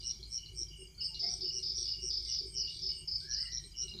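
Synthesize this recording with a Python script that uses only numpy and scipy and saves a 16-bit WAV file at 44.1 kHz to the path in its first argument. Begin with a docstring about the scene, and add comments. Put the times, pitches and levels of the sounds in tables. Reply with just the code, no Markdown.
"""Night outdoors. From the start: faint hum, far frog-like croaks, thin high chirps, a low trill, ticks, rasps,
and a near cricket whose wing pulses buzz at about 5.5 kHz. It pauses after three buzzes.
At 1 s a second cricket, further off, answers with falling strokes; at 1.2 s comes a far yelp.
Both crickets call until the near one pauses at 2.6 s. At 3.2 s a far whistle starts, then the near
cricket closes with three buzzes. Ground and trees scatter the calls back throughout."""
import sys
import numpy as np
from scipy import signal
from scipy.fft import rfft, irfft
from scipy.io import wavfile
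from scipy.ndimage import uniform_filter1d

SR = 44100
rng = np.random.default_rng(int(sys.argv[2]) if len(sys.argv) > 2 else 0)


def put_to_file(sound):
    """Save the sound as 16-bit audio at rate SR, in the file named by the first command-line argument."""
    columns = np.atleast_2d(sound).T  # one column per channel
    safe = np.clip(columns, -1, 1)
    whole_steps = np.round(safe * 32767)
    wavfile.write(sys.argv[1], SR, whole_steps.astype(np.int16))


N = 176400


def amp(db):
    """Decibels to gain."""
    return 10 ** (np.asarray(db) / 20)


def unit(x):
    """Scale to rms 1."""
    return x / np.sqrt(np.mean(abs(x) ** 2) + 1e-20)


def add(mix, start_s, sound):
    """Mix a sound in; negative starts move to 0."""
    part = mix[max(round(start_s * SR), 0):][:len(sound)]
    part += sound[:len(part)]


def colour(x, curve):
    """Filter by a (Hz, dB) curve, interpolated over log frequency."""
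    hz, db = np.transpose(curve)
    gain_db = np.interp(np.log(np.fft.rfftfreq(N, 1 / SR) + 1), np.log(hz), db)
    return irfft(rfft(x) * amp(gain_db), N)


def band(hz, width_hz):
    """Narrow noise around hz, rms 1."""
    offset = (np.fft.rfftfreq(N, 1 / SR) - hz) / width_hz
    return unit(irfft(rfft(rng.standard_normal(N)) / (1 + offset ** 2) ** 2, N))


def tone(hz):
    """Sine along a pitch curve, random phase."""
    return np.sin(2 * np.pi * (np.cumsum(hz) / SR + rng.random()))


def stroke(length_s, hz, sag_hz, rough):
    """Arched note. In a wing stroke, pitch sags as the scraper slows and uneven teeth roughen it."""
    progress = np.linspace(0, 1, int(length_s * SR))
    jitter = unit(uniform_filter1d(rng.standard_normal(len(progress)), size=40))
    arch = np.sin(np.pi * progress).clip(0) ** .65
    return arch * tone(hz * (1 + rough * jitter) - sag_hz * progress ** 3)


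def scatter(x, wet_db, t60_s, gap_s=0.0018):
    """Add ground and foliage echoes; three crossfaded sets of paths give a slow drift."""
    t, out = np.arange(SR) / SR, x.copy()
    decay = amp(-60 * t / t60_s) * (t > gap_s)
    for k in range(3):
        taps = rng.standard_normal(SR) * (rng.random(SR) < .08) * decay
        share = np.cos(np.pi * (np.arange(N) / SR + k / 3)) * np.sqrt(2 / 3)
        out += amp(wet_db) * signal.fftconvolve(x * share, taps / np.linalg.norm(taps))[:N]
    return out


def background():
    """Night air, low hum and rumble, blurred chorus of far insects."""
    # Each row: frequency in Hz, relative noise density in dB.
    air_spectrum = [(20, 0), (60, 8.5), (170, 1), (250, -15.5), (400, -25.5), (600, -22.5), (1200, -25),
                    (1900, -29), (3300, -32.5), (5500, -23.5), (6500, -12), (7600, -20.5), (9000, -25.5),
                    (10300, -23.5), (13000, -32.5), (14500, -25), (16000, -47)]
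    # Each row: frequency in Hz, level in dB.
    hum_lines = [(53, -58), (102, -70.5), (153, -68)]
    # Each row of both: centre in Hz, level in dB, width in Hz.
    rumble_bands = [(52.7, -58, 9.5), (78.7, -62.5, 47), (151, -70.5, 31)]
    chorus_bands = [(2296, -75.5, 183), (3094, -74, 300), (4850, -72.5, 170)]
    air = amp(-60.5) * unit(colour(rng.standard_normal(N), air_spectrum))
    hum = sum(amp(db) * unit(tone(hz + 0.54 * band(0, 2.24))) for hz, db in hum_lines)
    return air + hum + sum(amp(db) * band(hz, width_hz) for hz, db, width_hz in rumble_bands + chorus_bands)


def rustles():
    """Brief swells of dull noise."""
    # Each row: start in seconds, length in seconds, level at the crest in dB.
    rustle_swells = [(0.01, 0.28, -63.5), (1.247, 0.11, -58), (2.874, 0.072, -64), (3.865, 0.19, -55.5)]
    # Each row: frequency in Hz, gain in dB.
    rustle_spectrum = [(60, -16), (110, 11.5), (220, 15.5), (300, -58), (550, -14), (900, -12), (1500, -20),
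                       (4000, -40)]
    level = np.zeros(N)
    for start_s, length_s, db in rustle_swells:
        add(level, start_s, amp(db) * np.hanning(int(length_s * SR)))
    return level * unit(colour(rng.standard_normal(N), rustle_spectrum))


def peeps():
    """Faint notes of far animals."""
    # Each row: start in seconds, pitch in Hz, level in dB.
    peep_notes = [(.97, 1426, -76), (1.09, 897, -76), (1.30, 1400, -76), (2.25, 2145, -66.5),
                  (2.88, 2257, -68), (3.42, 1381, -70.5), (3.79, 1372, -76.5)]
    out = np.zeros(N)
    for start_s, hz, db in peep_notes:
        add(out, start_s, amp(db) * stroke(0.036, hz, sag_hz=27, rough=0.03))
    return scatter(out, wet_db=7.5, t60_s=0.31)


def far_call(contour, partials, rough, wet_db):
    """Wavering call of a distant animal, with echoes."""
    times_s, hz, db = np.transpose(contour)
    t = np.arange(N) / SR
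    pitch_hz = np.interp(t, times_s, hz) * (1 + rough * band(0, 114))
    gate = (t > times_s[0]) * (t < times_s[-1])
    level = uniform_filter1d(amp(np.interp(t, times_s, db)) * gate, size=400)
    voice = sum(amp(gain_db) * level * tone(multiple * pitch_hz) for multiple, gain_db in partials)
    return scatter(voice, wet_db, t60_s=0.39)


def far_whistle():
    """One partial, climbing to about 2 kHz."""
    # Each row: time in seconds, nominal pitch in Hz, level in dB.
    whistle_contour = [(3.21, 1570, -72), (3.28, 1698, -57), (3.35, 1698, -60.5), (3.41, 2070, -65),
                       (3.49, 1966, -57), (3.56, 1940, -67.5), (3.66, 1946, -73)]
    return far_call(whistle_contour, partials=[(0.99, 0.036)], rough=0.028, wet_db=1.0)


def far_yelp():
    """Short rising call of three harmonics."""
    # Each row: time in seconds, pitch in Hz, level in dB.
    yelp_contour = [(1.225, 691, -68), (1.25, 703, -56), (1.285, 720, -71.5), (1.32, 765, -66)]
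    # Each row: harmonic number, gain in dB.
    yelp_partials = [(1, 7.5), (2, -21), (3, 2)]
    return far_call(yelp_contour, yelp_partials, rough=0.0466, wet_db=-1.5)


def croaks():
    """Soft hoarse hoots, probably far frogs, over a murmur of more distant ones."""
    # Each row: start in seconds, length in seconds, relative level in dB.
    croak_notes = [(0.191, 0.055, -57.5), (0.514, 0.049, -57), (0.594, 0.033, -56), (0.782, 0.075, -54),
                   (1.199, 0.11, -53.5), (1.41, 0.075, -48), (1.516, 0.16, -56.5), (1.704, 0.044, -60),
                   (1.792, 0.05, -54.5), (2.02, 0.043, -49.5), (2.401, 0.088, -52), (2.637, 0.036, -56),
                   (2.82, 0.08, -55.5), (3.014, 0.036, -57), (3.239, 0.03, -56), (3.831, 0.041, -52.5),
                   (3.93, 0.065, -52)]
    out = np.zeros(N)
    for start_s, length_s, db in croak_notes:
        hz = 378 + 6 * rng.standard_normal()
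        add(out, start_s, amp(db - 1.5) * stroke(length_s, hz, sag_hz=21.6, rough=0))
    hoarse = out * (1 + .5 * band(0, 94))
    hoots = scatter(hoarse, wet_db=-5.5, t60_s=0.98)
    murmur = amp(-75 + 6.0 * band(0, 22)) * band(349, 94)
    return hoots + murmur


def far_crickets():
    """Stray strokes of other crickets over three distant, irregular callers."""
    # Each row: start in seconds, pitch in Hz, level in dB.
    stray_strokes = [(.0, 4860, -44.5), (.03, 4880, -49), (.085, 4840, -49), (0.196, 3300, -57.5),
                     (.25, 4870, -50), (.4, 4760, -57), (0.448, 4710, -53), (0.541, 4710, -56),
                     (.665, 3200, -58.5), (.682, 4830, -47.5), (.768, 5330, -62.5), (.795, 5320, -56),
                     (.833, 4850, -58), (.87, 4830, -53), (.945, 4390, -59), (0.978, 4640, -45),
                     (.99, 4510, -46), (3.715, 4880, -52), (3.775, 4850, -50), (3.891, 4990, -43)]
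    # Each row: pitch in Hz, top level in dB, strokes per second.
    far_callers = [(4860, -63.5, 28), (4640, -75, 8.8), (5360, -61, 5.9)]
    out = np.zeros(N)
    for start_s, hz, db in stray_strokes:
        add(out, start_s, amp(db) * stroke(0.017, hz, sag_hz=120, rough=0.009))
    for hz, db, rate_hz in far_callers:
        for slot, (lag, weakness) in enumerate(rng.random((int(rate_hz * N / SR), 2))):
            note = stroke(0.021, hz, sag_hz=73, rough=0.0027)
            add(out, (slot + lag) / rate_hz, amp(db - 14.0 * weakness) * note)
    return scatter(out, wet_db=-2.0, t60_s=0.38)


def scraping_runs(click_hz=42):
    """Dry runs of scraping clicks that bite at the start and fade."""
    # Each row: start in seconds, length in seconds, relative level in dB.
    rasp_runs = [(0.005, 0.027, -6), (0.11, 0.064, -8.5), (0.207, 0.037, -12), (1.147, 0.26, -1.5),
                 (1.407, 0.044, -3), (1.629, 0.13, -1.5), (1.782, 0.17, 3), (2.106, 0.16, 0),
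                 (2.25, 0.2, 2), (2.672, 0.28, 1), (3.204, 0.05, -6.5)]
    # Each row: frequency in Hz, gain in dB.
    rasp_spectrum = [(2900, -62), (3300, -5.5), (3550, 2.5), (4250, -0.5), (4700, 13.5), (5250, -6.5),
                     (5750, 7), (6100, -21), (7500, -65)]
    out = np.zeros(N)
    for start_s, length_s, db in rasp_runs:
        t = np.arange(0, length_s, 1 / SR)
        bite_db, fade_db = 1.75 * np.exp(-t / 0.031), 9.9 * (t / length_s) ** 4
        clicks = np.exp(-(t * click_hz % 1) / .5) * rng.standard_normal(len(t))
        add(out, start_s, amp(db - 40 + bite_db - fade_db) * clicks)
    return scatter(colour(out, rasp_spectrum), wet_db=-1, t60_s=.3)


def ticking_insect(rise_s=0.0011):
    """Sharp ticks that ring briefly near 4 kHz."""
    # Each row: time in seconds, relative level in dB, pitch in Hz.
    tick_events = [(0.0313, -43, 4150), (0.1003, -42, 4110), (0.23, -39, 4250), (0.3293, -50, 4330),
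                   (0.3795, -47, 4300), (0.4616, -44, 4250), (0.615, -52, 4040), (1.146, -36, 4160),
                   (1.409, -43.5, 4360), (1.594, -44, 4314), (3.204, -37, 4580), (3.2537, -45, 4370),
                   (3.312, -37.5, 4340), (3.366, -33, 4450), (3.4708, -40, 4420), (3.5217, -41.5, 4130),
                   (3.5728, -39.5, 4040), (3.6402, -43.5, 4120), (3.8243, -43.5, 4140), (3.8827, -39, 4087),
                   (3.9395, -39, 4070), (3.979, -43, 3940), (3.9894, -36, 4140)]
    out, t = np.zeros(N), np.arange(SR // 40) / SR
    shape = (t / rise_s) ** 2 * np.exp(2 * (1 - t / rise_s))
    for time_s, db, hz in tick_events:
        add(out, time_s - .001, amp(db + 2) * shape * np.sin(2 * np.pi * hz * t))
    return scatter(out, wet_db=1.5, t60_s=0.32)


def low_trill(rate_hz=37, fall_hz_per_s=800):
    """Far bursts of grainy strokes near 3 kHz, blurred by echoes."""
    # Each row: start in seconds, length in seconds, relative level in dB.
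    trill_bursts = [(0.017, .09, -1.5), (0.358, .15, 0), (0.709, .15, 0), (1.007, .17, 1.5),
                    (1.451, .15, -3.5), (1.853, .22, -5), (2.291, .06, 3.5), (2.543, .17, 1),
                    (2.888, .16, -1), (3.326, .16, -0.5), (3.745, .18, 0)]
    # Each row: frequency in Hz, gain in dB.
    trill_spectrum = [(2600, -16), (2740, -5), (2840, 6.5), (3100, -7), (3400, -2.5)]
    out = np.zeros(N)
    for start_s, length_s, db in trill_bursts:
        for offset_s in np.arange(0, length_s, 1 / rate_hz):
            gain = amp(db - 59 + 2 * rng.standard_normal())
            hz = 3040 - fall_hz_per_s * offset_s + 45 * rng.standard_normal()
            add(out, start_s + offset_s - .01, gain * stroke(0.0188, hz, sag_hz=160, rough=0.028))
    grainy = out * (1 + 0.54 * band(0, 180))
    return scatter(colour(grainy, trill_spectrum), wet_db=4, t60_s=0.19)


def thin_cricket(rate_hz=68, first_hz=8580, settled_hz=8390, rise_db=10):
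    """High six-stroke chirps that settle lower in pitch and swell to the fifth stroke."""
    # Each row: start in seconds, relative level in dB.
    thin_chirps = [(0.012, -4.5), (0.276, -3.5), (0.533, -1), (0.763, -3), (1.016, -1.5), (1.293, -1),
                   (1.531, -5.5), (1.763, -1), (1.998, -1.5), (2.226, -4), (2.464, -1.5), (2.696, -7.5),
                   (2.929, -2), (3.166, -7), (3.391, -2.5), (3.605, -5), (3.806, -4.5)]
    out = np.zeros(N)
    for start_s, db in thin_chirps:
        for k in range(6):
            hz = settled_hz + (first_hz - settled_hz) * np.exp(-k / 0.81) + 45 * rng.standard_normal()
            gain = amp(db - 51 - rise_db * abs(k / 4 - 1) + 1.2 * rng.standard_normal())
            add(out, start_s - .005 + k / rate_hz, gain * stroke(0.015, hz, sag_hz=81, rough=0.0071))
    return scatter(out, wet_db=0.5, t60_s=0.15)


def second_cricket(rate_hz=29.5, stroke_s=0.0195, snap_s=0.0054):
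    """Falling wing strokes, each ending in a snap, doubled by the ground, smeared by undergrowth."""
    # Each row: start in seconds, stroke count, relative level in dB.
    answer_chirps = [(1.005, 2, 2), (1.192, 3, 2.5), (1.4067, 3, 1.5), (1.624, 3, 1.5), (1.841, 3, 1),
                     (2.093, 3, 2), (2.3103, 3, 2), (2.5651, 3, 1), (2.819, 3, 1.5), (3.074, 3, 1.5),
                     (3.331, 3, 1)]
    # Each row: delay in seconds, gain in dB.
    ground_echoes = [(.0043, -11), (0.0085, -14), (0.0135, -2)]
    # Each row: frequency in Hz, gain in dB.
    wing_passband = [(3800, -12), (4400, -0.5), (5500, -1), (6000, -8)]
    direct = np.zeros(N)
    for start_s, count, db in answer_chirps:
        for k in range(round(count)):
            onset_s = start_s + k / rate_hz
            gain = amp(db - 34 - 2.5 * (k == 0))
            hz = 5240 + 25 * rng.standard_normal()
            add(direct, onset_s, gain * stroke(stroke_s, hz, sag_hz=650, rough=0.013))
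            snap = amp(-2) * stroke(snap_s, hz=4670, sag_hz=460, rough=0)
            add(direct, onset_s + stroke_s - snap_s, gain * snap)
    doubled = direct.copy()
    for delay_s, db in ground_echoes:
        add(doubled, delay_s, amp(db) * direct)
    effort = uniform_filter1d(abs(doubled), size=100)
    scrape = amp(-4) * effort * band(4880, 308)
    sizzle = amp(-42) * effort * band(14903, 1700)
    return scatter(colour(doubled + scrape, wing_passband) + sizzle, wet_db=-4.0, t60_s=0.47)


def near_cricket(rate_hz=122, pitch_hz=5573, soft_drop_hz=270, glide_hz=-120):
    """Crescendos of very short wing pulses that rise in pitch and stop abruptly."""
    # Each row: end in seconds, length in seconds, relative level in dB.
    near_buzzes = [(0.112, 0.079, -1), (0.378, 0.074, -1.5), (0.633, 0.077, -2), (1.34, 0.066, -1),
                   (1.585, 0.075, -1), (1.8292, 0.098, -1.5), (2.089, 0.085, -2), (2.350, 0.091, -2),
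                   (2.609, 0.0725, -0.5), (3.347, 0.068, -2.5), (3.583, 0.08, -2), (3.837, 0.077, -1)]
    # Each row: frequency in Hz, gain in dB.
    buzz_spectrum = [(4600, -38), (5020, -16), (5200, 1), (5800, 1), (6000, -16), (6400, -19)]
    rise_s, fall_s, swell_s, last_accent_db = 0.0012, 0.00026, 0.038, 1.5
    lead_s = 0.015  # faint pulses ahead of each buzz
    out, t = np.zeros(N), np.arange(-.004, .004, 1 / SR)
    shape = np.exp(-(t / np.where(t < 0, rise_s, fall_s)) ** 2)
    bend_hz = glide_hz * np.tanh(t / rise_s)
    for end_s, length_s, db in near_buzzes:
        for left_s in np.arange(0, length_s + lead_s, 1 / rate_hz):
            swell = min(1, .04 + (length_s + lead_s - left_s) / (swell_s + lead_s)) ** 1.95
            hz = pitch_hz - soft_drop_hz * (1 - swell) + bend_hz + 25 * rng.standard_normal()
            onset_s = end_s - left_s + t[0] + rng.normal(0, .00015)
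            gain = amp(db - 25 + last_accent_db * (left_s == 0) + 0.64 * rng.standard_normal())
            add(out, onset_s, swell * gain * shape * tone(hz))
    early = scatter(colour(out, buzz_spectrum), wet_db=-5.5, t60_s=0.025)
    return scatter(early, wet_db=-8.0, t60_s=0.32)


def scene():
    """All callers over the background, mono."""
    crickets = near_cricket() + second_cricket() + thin_cricket()
    other_insects = low_trill() + ticking_insect() + scraping_runs() + far_crickets()
    far_animals = croaks() + peeps() + far_whistle() + far_yelp()
    return (crickets + other_insects + far_animals + rustles() + background())[None]


def record(dry):
    """Steep low-pass."""
    cutoff_hz = 15750
    taps = signal.firwin(511, cutoff_hz, window=("kaiser", 9), fs=SR)
    return signal.oaconvolve(dry, taps[None], "same")


dry = scene()
out = record(dry)
put_to_file(out)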